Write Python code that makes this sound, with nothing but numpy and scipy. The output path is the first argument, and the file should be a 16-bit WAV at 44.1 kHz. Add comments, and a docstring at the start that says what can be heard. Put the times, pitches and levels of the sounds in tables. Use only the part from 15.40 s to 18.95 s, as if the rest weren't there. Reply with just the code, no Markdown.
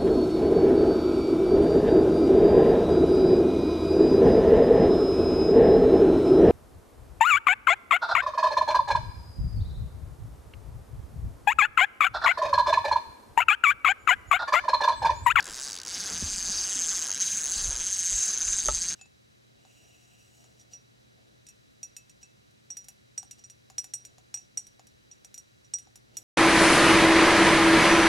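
"""A fish pulls line off a spinning reel on a small boat. Throughout, the drag's spring clicks over twelve teeth
of the spool, up to about 250 times a second: each click is a noise crack plus decaying spool modes.
The running line whirrs (resonant noise) amid buffeting wind, hull rumble, soft outdoor hiss and faint hum
(shaped noise). Blunt thuds, decaying sines, fall near 0.83, 1.1, 1.36 and 3.26 s; at 3.28 s a hollow knock
on the hull starts with a snap of noise and rings nine modes."""
import sys
import numpy as np
from scipy import signal
from scipy.io import wavfile

SR = 44100
rng = np.random.default_rng(int(sys.argv[2]) if len(sys.argv) > 2 else 0)


def invert_db(level):
    """Linear amplitude ratio for a level in decibels (20 dB per decade), elementwise."""
    return 10 ** (np.asarray(level, dtype=float) / 20)


def put_to_file(sound):
    """Save the sound as 16-bit audio at rate SR, in the file named by the first command-line argument."""
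    columns = np.atleast_2d(sound).T  # one column per channel
    safe = np.clip(columns, -1, 1)
    whole_steps = np.round(safe * 32767)
    wavfile.write(sys.argv[1], SR, whole_steps.astype(np.int16))


N = 156555  # samples

# The twelve spool teeth. Each row: lateness in tooth spacings, then offsets in dB of main ring, crack,
# crack below 6 kHz, deepest ring, lower rings.
TEETH = [(0.2, 4.6, 1.6, -3, -3, 2.5), (0.2, 1.7, 0, 1, 4, 2.5), (0.2, 1.7, 1.2, -.5, -3, -3),
         (0.17, 3, 1, .7, 0, -1.5), (0.12, -.6, 0.2, 2, 1, -.5), (0.07, -1, -2.6, 5, 0, 0),
         (0.06, -1.8, -2.6, 2, 2.5, 1), (0.11, .8, -0.2, -.5, 1.5, 1), (0.18, -.5, .8, -.7, .5, -4),
         (0.21, -5.5, 1.2, -2, -3, -1), (0.21, -4.5, .6, -2, -1, .5), (0.21, 1.2, -0.5, -1, -1, 2.5)]
# Click strength over time. Each row: time in seconds, main ring in dB, crack in dB, lower rings in dB,
# crack below 6 kHz in relative dB, crack above 9.5 kHz in relative dB.
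CLICKS = [(0.0, -73, -61.5, -48.5, -16, 15), (0.05, -56, -50, -52, 5, 9.5), (0.24, -42, -42.5, -45, 0, 6),
          (0.43, -54, -52.5, -50.5, 6.5, 10), (0.53, -43, -46.5, -43.5, 6, 9),
          (1.0, -34.5, -38.5, -43, -3.5, 0), (1.18, -32, -41.5, -37, 0, 4), (1.3, -35, -39, -46, 0, 2),
          (1.5, -32, -36, -44, -4, 1), (1.79, -40, -45, -47, 5.5, 7), (1.81, -29.5, -37.5, -43, 1.5, 3),
          (2.04, -36, -39.5, -52, -1.5, 5), (2.17, -31.5, -37.5, -44, -2.5, 2.5),
          (2.34, -36, -42, -49, 2, 2.5), (2.86, -29.5, -34, -43.5, -4, 0.5),
          (2.96, -33.5, -44, -47.5, 4.5, 4.5), (3.12, -30.5, -37.5, -46, -2, -1),
          (3.52, -35.5, -40.5, -44.5, -1, 0)]
CLICK_SAMPLES, BUMP_SAMPLES = 900, 6000
NEXT_MEMORY = .75  # carry-over from one click to the next


def evened(x):
    """Scales to rms 1."""
    return x / np.sqrt(np.mean(x ** 2) + 1e-20)


def curve(table, t, order=1):
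    """Interpolates one column of a time table."""
    rows = np.array(table)
    return np.interp(t, rows[:, 0], rows[:, order])


def colour(x, tone):
    """Causal minimum-phase filter from rows of frequency in Hz, gain in dB."""
    f, db = np.transpose(tone)
    hz = np.abs(np.fft.fftfreq(8192, 1 / SR))
    gain_db = np.maximum(np.interp(np.log(hz + 1), np.log(f + 1), db), -100)
    log_gain = np.log(invert_db(gain_db))
    taps = np.fft.ifft(np.exp(log_gain - 1j * signal.hilbert(log_gain).imag)).real
    return signal.oaconvolve(x, taps)[:N]


def slow(cutoff_hz):
    """Slow random wander of rms 1: low-passed noise."""
    lowpass = signal.butter(2, cutoff_hz, fs=SR, output="sos")
    return evened(signal.sosfilt(lowpass, rng.standard_normal(N)))


def fuzzy(hz, pole_width_hz):
    """Noise of rms 1 through one resonant pole, applied twice."""
    turn = np.exp(2j * np.pi * hz * np.arange(N) / SR)
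    r = np.exp(-np.pi * pole_width_hz / SR)
    x = rng.standard_normal(N) / turn  # filtered around 0 Hz, then shifted up
    return evened((turn * signal.lfilter([1], np.convolve([1, -r], [1, -r]), x)).real)


def lay(times, sounds):
    """Adds one row of sound at each time in seconds."""
    starts = np.round(np.clip(times, 0, N / SR) * SR).astype(int)
    at = starts[:, None] + np.arange(sounds.shape[1])
    return np.bincount(at.ravel(), sounds.ravel(), N + sounds.shape[1])[:N]


def alike(shape, next_memory=0):
    """Chance per click that a tooth remembers from its last turn, and perhaps from the click before."""
    tooth_memory = .75
    turn = np.append(np.eye(len(TEETH))[0], -tooth_memory)
    poles = np.convolve(turn, [1, -next_memory])
    return evened(signal.lfilter([1], poles, rng.standard_normal(shape), axis=0))


def drag():
    """Clicks fall where the spool passes a tooth; each is a crack of noise plus the ringing spool."""
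    # Each row: time in seconds, spool speed in teeth per second.
    spool_speed = [(0.0, 33.7), (0.08, 98.7), (0.23, 144.1), (0.29, 134.8), (0.32, 89.5), (0.36, 89.1),
                   (0.44, 54.0), (0.53, 213.6), (0.6, 204.9), (0.68, 198.5), (0.72, 143.8), (0.84, 195.2),
                   (0.87, 213.8), (1.0, 181.9), (1.04, 160.4), (1.09, 181.3), (1.12, 205.3), (1.25, 221.5),
                   (1.28, 187.2), (1.34, 207.3), (1.39, 178.7), (1.48, 160.8), (1.51, 204.6), (1.61, 161.8),
                   (1.65, 155.6), (1.71, 88.2), (1.74, 100.5), (1.83, 213.6), (1.94, 231.8), (2.0, 182.6),
                   (2.05, 124.2), (2.15, 213.4), (2.27, 183.7), (2.35, 108.1), (2.43, 182.3), (2.5, 200.1),
                   (2.68, 170.7), (2.74, 213.4), (2.78, 247.3), (2.87, 238.2), (2.93, 205.9), (2.97, 119.0),
                   (3.01, 155.7), (3.08, 231.5), (3.2, 192.4), (3.28, 104.0), (3.35, 176.8), (3.38, 166.6),
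                   (3.5, 183.8), (3.55, 128.2)]
    lead_s, crack_spread_db = .0005, 1.3
    t = np.arange(N) / SR
    passed = np.cumsum(curve(spool_speed, t)) / SR
    k = np.arange(int(passed[-1]))
    teeth = np.array(TEETH)[k % len(TEETH)].T
    late, crack_db = teeth[0], teeth[2]
    when = np.interp(k + late, passed, t) - lead_s
    share_db = -10 * np.log10(curve(spool_speed, when) / 200)  # faster clicks are each weaker
    size_db = curve(CLICKS, when, order=2) + share_db + crack_db + crack_spread_db * alike(len(k))
    ringing = spool_rings(when, share_db, teeth, size_db)
    crack, side = cracks(when, size_db, teeth[3])
    return lay(when, ringing) + crack, side


def rings(modes, count, spread_db, detune):
    """Every click rings the modes; strength and tuning cling to the tooth, the phase drifts."""
    phase_turns, rise_s = .17, 0.00019
    t, out = np.arange(CLICK_SAMPLES) / SR, np.zeros((count, CLICK_SAMPLES))
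    for hz, db, t60 in modes:
        size, tune = alike((count, 2)).T[:, :, None]
        phase = phase_turns * alike((count, 1), NEXT_MEMORY)
        decay = invert_db(db + spread_db * size - 60 * t / t60)
        out += decay * np.sin(2 * np.pi * (hz * (1 + detune * tune) * t + phase))
    return out * (1 - np.exp(-t / rise_s))


def spool_rings(when, share_db, teeth, size_db):
    """Spool modes per click: main, lower and deepest rings, and upper rings that follow the crack."""
    # Four mode tables. Each row: nominal frequency in Hz, relative level in dB, t60 in seconds.
    main_modes = [(6359, 0, 0.027), (6274, -5.5, 0.015), (6383, -6, 0.014)]
    lower_modes = [(4554, -2.5, 0.022), (4753, 0.5, 0.02), (5250, 2.5, 0.013), (5720, 6, 0.0086)]
    deepest_modes = [(4000, -5.5, 0.027)]
    upper_modes = [(7370, -3, 0.0067), (7760, 3, 0.0092), (8350, -5.5, 0.0091), (10230, -10.5, 0.009)]
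    # Deepest ring coming and going. Each row: time in seconds, relative level in dB.
    deepest_level = [(0.3, -1.5), (1.15, -6.5), (2.2, 5), (2.7, -.5), (3.5, 1.5)]
    main_gain_db, lower_gain_db = 6.5, 5.5
    spread_db, detune = 3, 0.011  # all but the main ring
    count = len(when)
    main_db, deep_db, lower_db = teeth[[1, 4, 5]]
    main_db = curve(CLICKS, when) + share_db + main_db + main_gain_db
    main = invert_db(main_db)[:, None] * rings(main_modes, count, 2, 0.0042)
    lower = invert_db(lower_db)[:, None] * rings(lower_modes, count, spread_db, detune)
    deep_db = deep_db + curve(deepest_level, when)
    deepest = invert_db(deep_db)[:, None] * rings(deepest_modes, count, spread_db, detune)
    body_db = curve(CLICKS, when, order=3) + share_db + lower_gain_db
    body = invert_db(body_db)[:, None] * (lower + deepest)
    upper = invert_db(size_db)[:, None] * rings(upper_modes, count, spread_db, detune)
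    return main + body + upper


def cracks(when, size_db, low_db):
    """Noise bursts, fast decay plus slower rattle, levelled in three bands; also a high side signal."""
    # Each row: frequency in Hz, filter gain in dB.
    crack_tone = [(1000, -51), (1800, -18.5), (3000, -14.5), (3900, -13.5), (4300, -22), (5200, -13),
                  (6800, -3), (8600, -11), (10500, -22), (11300, -30), (13000, -33.5), (16000, -39.5)]
    gain_db, rise_s, t60_s = 26, .0002, .0055
    rattle_db, rattle_t60_s = -11, 0.031
    split_hz, side_hz = (6000, 9500), 11600
    side_db, crack_share = -4, 0.24  # side signal: level of its independent noise; share copied from the crack
    t = np.arange(N) / SR
    age = t[:CLICK_SAMPLES]
    decay = invert_db(-60 * age / t60_s) + invert_db(rattle_db - 60 * age / rattle_t60_s)
    burst = decay * np.minimum(age / rise_s, 1)
    bursts = burst * alike((len(when), 2, CLICK_SAMPLES), NEXT_MEMORY)
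    bursts = bursts * np.linalg.norm(burst) / np.linalg.norm(bursts, axis=2, keepdims=True)  # equal energy
    gain = invert_db(size_db + gain_db)[:, None]
    crack, other = [colour(lay(when, gain * b), crack_tone) for b in bursts.swapaxes(0, 1)]
    low, below = [signal.oaconvolve(crack, signal.firwin(255, hz, fs=SR), "same") for hz in split_hz]
    treble = invert_db(curve(CLICKS, t, order=5))
    highpass = signal.firwin(255, side_hz, pass_zero=False, fs=SR)
    side = treble * signal.oaconvolve(invert_db(side_db) * other + crack_share * crack, highpass, "same")
    latest = np.searchsorted(when, t) - 1
    low_gain = invert_db(curve(CLICKS, t, order=4) + low_db[latest])
    return low_gain * low + below - low + treble * (crack - below), side


def line_whirr():
    """Running line: patchy noise in one resonance."""
    # Each row: time in seconds, mean level in dB.
    whirr_level = [(0.0, -51), (0.4, -60.5), (0.71, -48.5), (0.92, -55), (1.48, -51), (2.3, -52.5),
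                   (2.63, -55.5), (3.17, -49), (3.3, -61.5), (3.55, -50.5)]
    level_db = curve(whirr_level, np.arange(N) / SR) + 1.5 * slow(22.0)
    return invert_db(level_db) * fuzzy(1600, 320)


def thuds():
    """Blunt thuds: decaying sines."""
    # Each row: start in seconds, level in dB, frequency in Hz, t60 in seconds.
    thud_rows = [(0.825, -24.5, 213, 0.029), (0.836, -27.5, 79.5, 0.12), (1.095, -39, 200, 0.1),
                 (1.358, -38.5, 265, 0.096), (3.261, -42, 388, 0.13)]
    t = np.arange(BUMP_SAMPLES) / SR
    start_s, db, hz, t60 = np.array(thud_rows).T[:, :, None]
    return lay(start_s[:, 0], invert_db(db - 60 * t / t60) * np.sin(2 * np.pi * hz * t))


def knock():
    """Hollow hull knock: decaying modes of alternating sign plus a snap of noise."""
    # Each row: frequency in Hz, relative level in dB, t60 in seconds.
    knock_modes = [(400, -19, .14), (597, 1.5, 0.052), (874, -7.5, 0.09), (1040, -11, 0.033),
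                   (1177, -4, 0.061), (1297, 2.5, 0.06), (1475, -7, 0.033), (1940, -7, 0.023),
                   (2950, -19, 0.034)]
    # Each row: frequency in Hz, relative filter gain in dB.
    snap_tone = [(200, -19), (500, 2), (3500, -8.5), (6000, -50)]
    start_s, knock_db, rise_s = 3.2848, -23.5, 0.00059
    snap_db, snap_t60_s = -32, .07
    t = np.arange(BUMP_SAMPLES) / SR
    sound = np.zeros(BUMP_SAMPLES)
    for k, (hz, db, t60) in enumerate(knock_modes):
        sound += (-1) ** k * invert_db(knock_db + db - 60 * t / t60) * np.sin(2 * np.pi * hz * t)
    snap = evened(colour(rng.standard_normal(BUMP_SAMPLES), snap_tone)[:BUMP_SAMPLES])
    sound += invert_db(snap_db - 60 * t / snap_t60_s) * snap
    return lay([start_s], (sound * np.minimum(t / rise_s, 1))[None])


def shaped_noise(level, tone, lift_db, wander_db, wander_hz):
    """Coloured noise at a drawn level with random wander in dB."""
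    level_db = curve(level, np.arange(N) / SR) + lift_db + wander_db * slow(wander_hz)
    return invert_db(level_db) * evened(colour(rng.standard_normal(N), tone))


def wind():
    """Light wind buffeting the microphone: gusting low noise."""
    # Each row: time in seconds, mean level in dB.
    wind_level = [(0.0, -77), (0.1, -54), (0.38, -72), (0.93, -51), (1.67, -65), (1.88, -87), (2.26, -36),
                  (2.59, -71), (2.74, -43), (2.9, -74), (3.1, -43), (3.21, -64), (3.3, -36.5), (3.55, -65)]
    # Each row: frequency in Hz, relative filter gain in dB.
    wind_tone = [(15, -12), (32, 0), (50, -4), (80, -15.5), (200, -30.5), (1000, -102)]
    return shaped_noise(wind_level, wind_tone, 0, 2.6, 21)


def hull_rumble():
    """Rumble through the hull: wandering low noise."""
    # Each row: time in seconds, level in dB before lift and wander.
    rumble_level = [(0.0, -61), (0.27, -65.5), (0.6, -55.5), (1.76, -61), (2.33, -59.5), (2.6, -63.5),
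                    (3.55, -59)]
    # Each row: frequency in Hz, relative filter gain in dB.
    rumble_tone = [(40, -28.5), (70, -4), (125, -9.5), (175, 1), (300, -5.5), (800, -55.5)]
    return shaped_noise(rumble_level, rumble_tone, 1.0, 2.6, 12.7)


def outdoor_hiss():
    """Soft outdoor hiss: wandering broadband noise."""
    # Each row: time in seconds, level in dB before lift and wander.
    hiss_level = [(0.0, -53.5), (0.4, -58.5), (0.7, -51), (0.9, -57), (1.6, -54.5), (1.88, -59),
                  (2.28, -53.5), (2.6, -61.5), (2.96, -56.5), (3.55, -60)]
    # Each row: frequency in Hz, relative filter gain in dB.
    hiss_tone = [(150, -31.5), (300, -4.5), (600, -7), (1300, -4.5), (2500, -11.5), (5000, -15.5),
                 (16000, -44)]
    return shaped_noise(hiss_level, hiss_tone, 4.5, 1.9, 16)


def hum():
    """Faint hum: noise in a narrow resonance."""
    # Each row: frequency in Hz, pole width in Hz, level in dB.
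    hum_rows = [(86.9, 8.3, -64)]
    return sum(invert_db(db) * fuzzy(hz, width_hz) for hz, width_hz, db in hum_rows)


def scene():
    """Mono scene, plus a side signal above about 11.6 kHz that follows the clicks."""
    reel, side = drag()
    background = wind() + hull_rumble() + outdoor_hiss() + hum()
    mid = reel + line_whirr() + thuds() + knock() + background
    return np.array([mid + side, mid - side])


def roll_off(x):
    """The treble ends steeply here."""
    return signal.sosfilt(signal.butter(12, 16500, fs=SR, output="sos"), x)


def record(dry):
    """Band limit by a steep linear-phase low-pass."""
    edge_hz = 15950
    lowpass = signal.firwin(511, edge_hz, window=("kaiser", 9), fs=SR)[None]
    return roll_off(signal.oaconvolve(dry, lowpass, "same"))


dry = scene()
out = record(dry)
put_to_file(out)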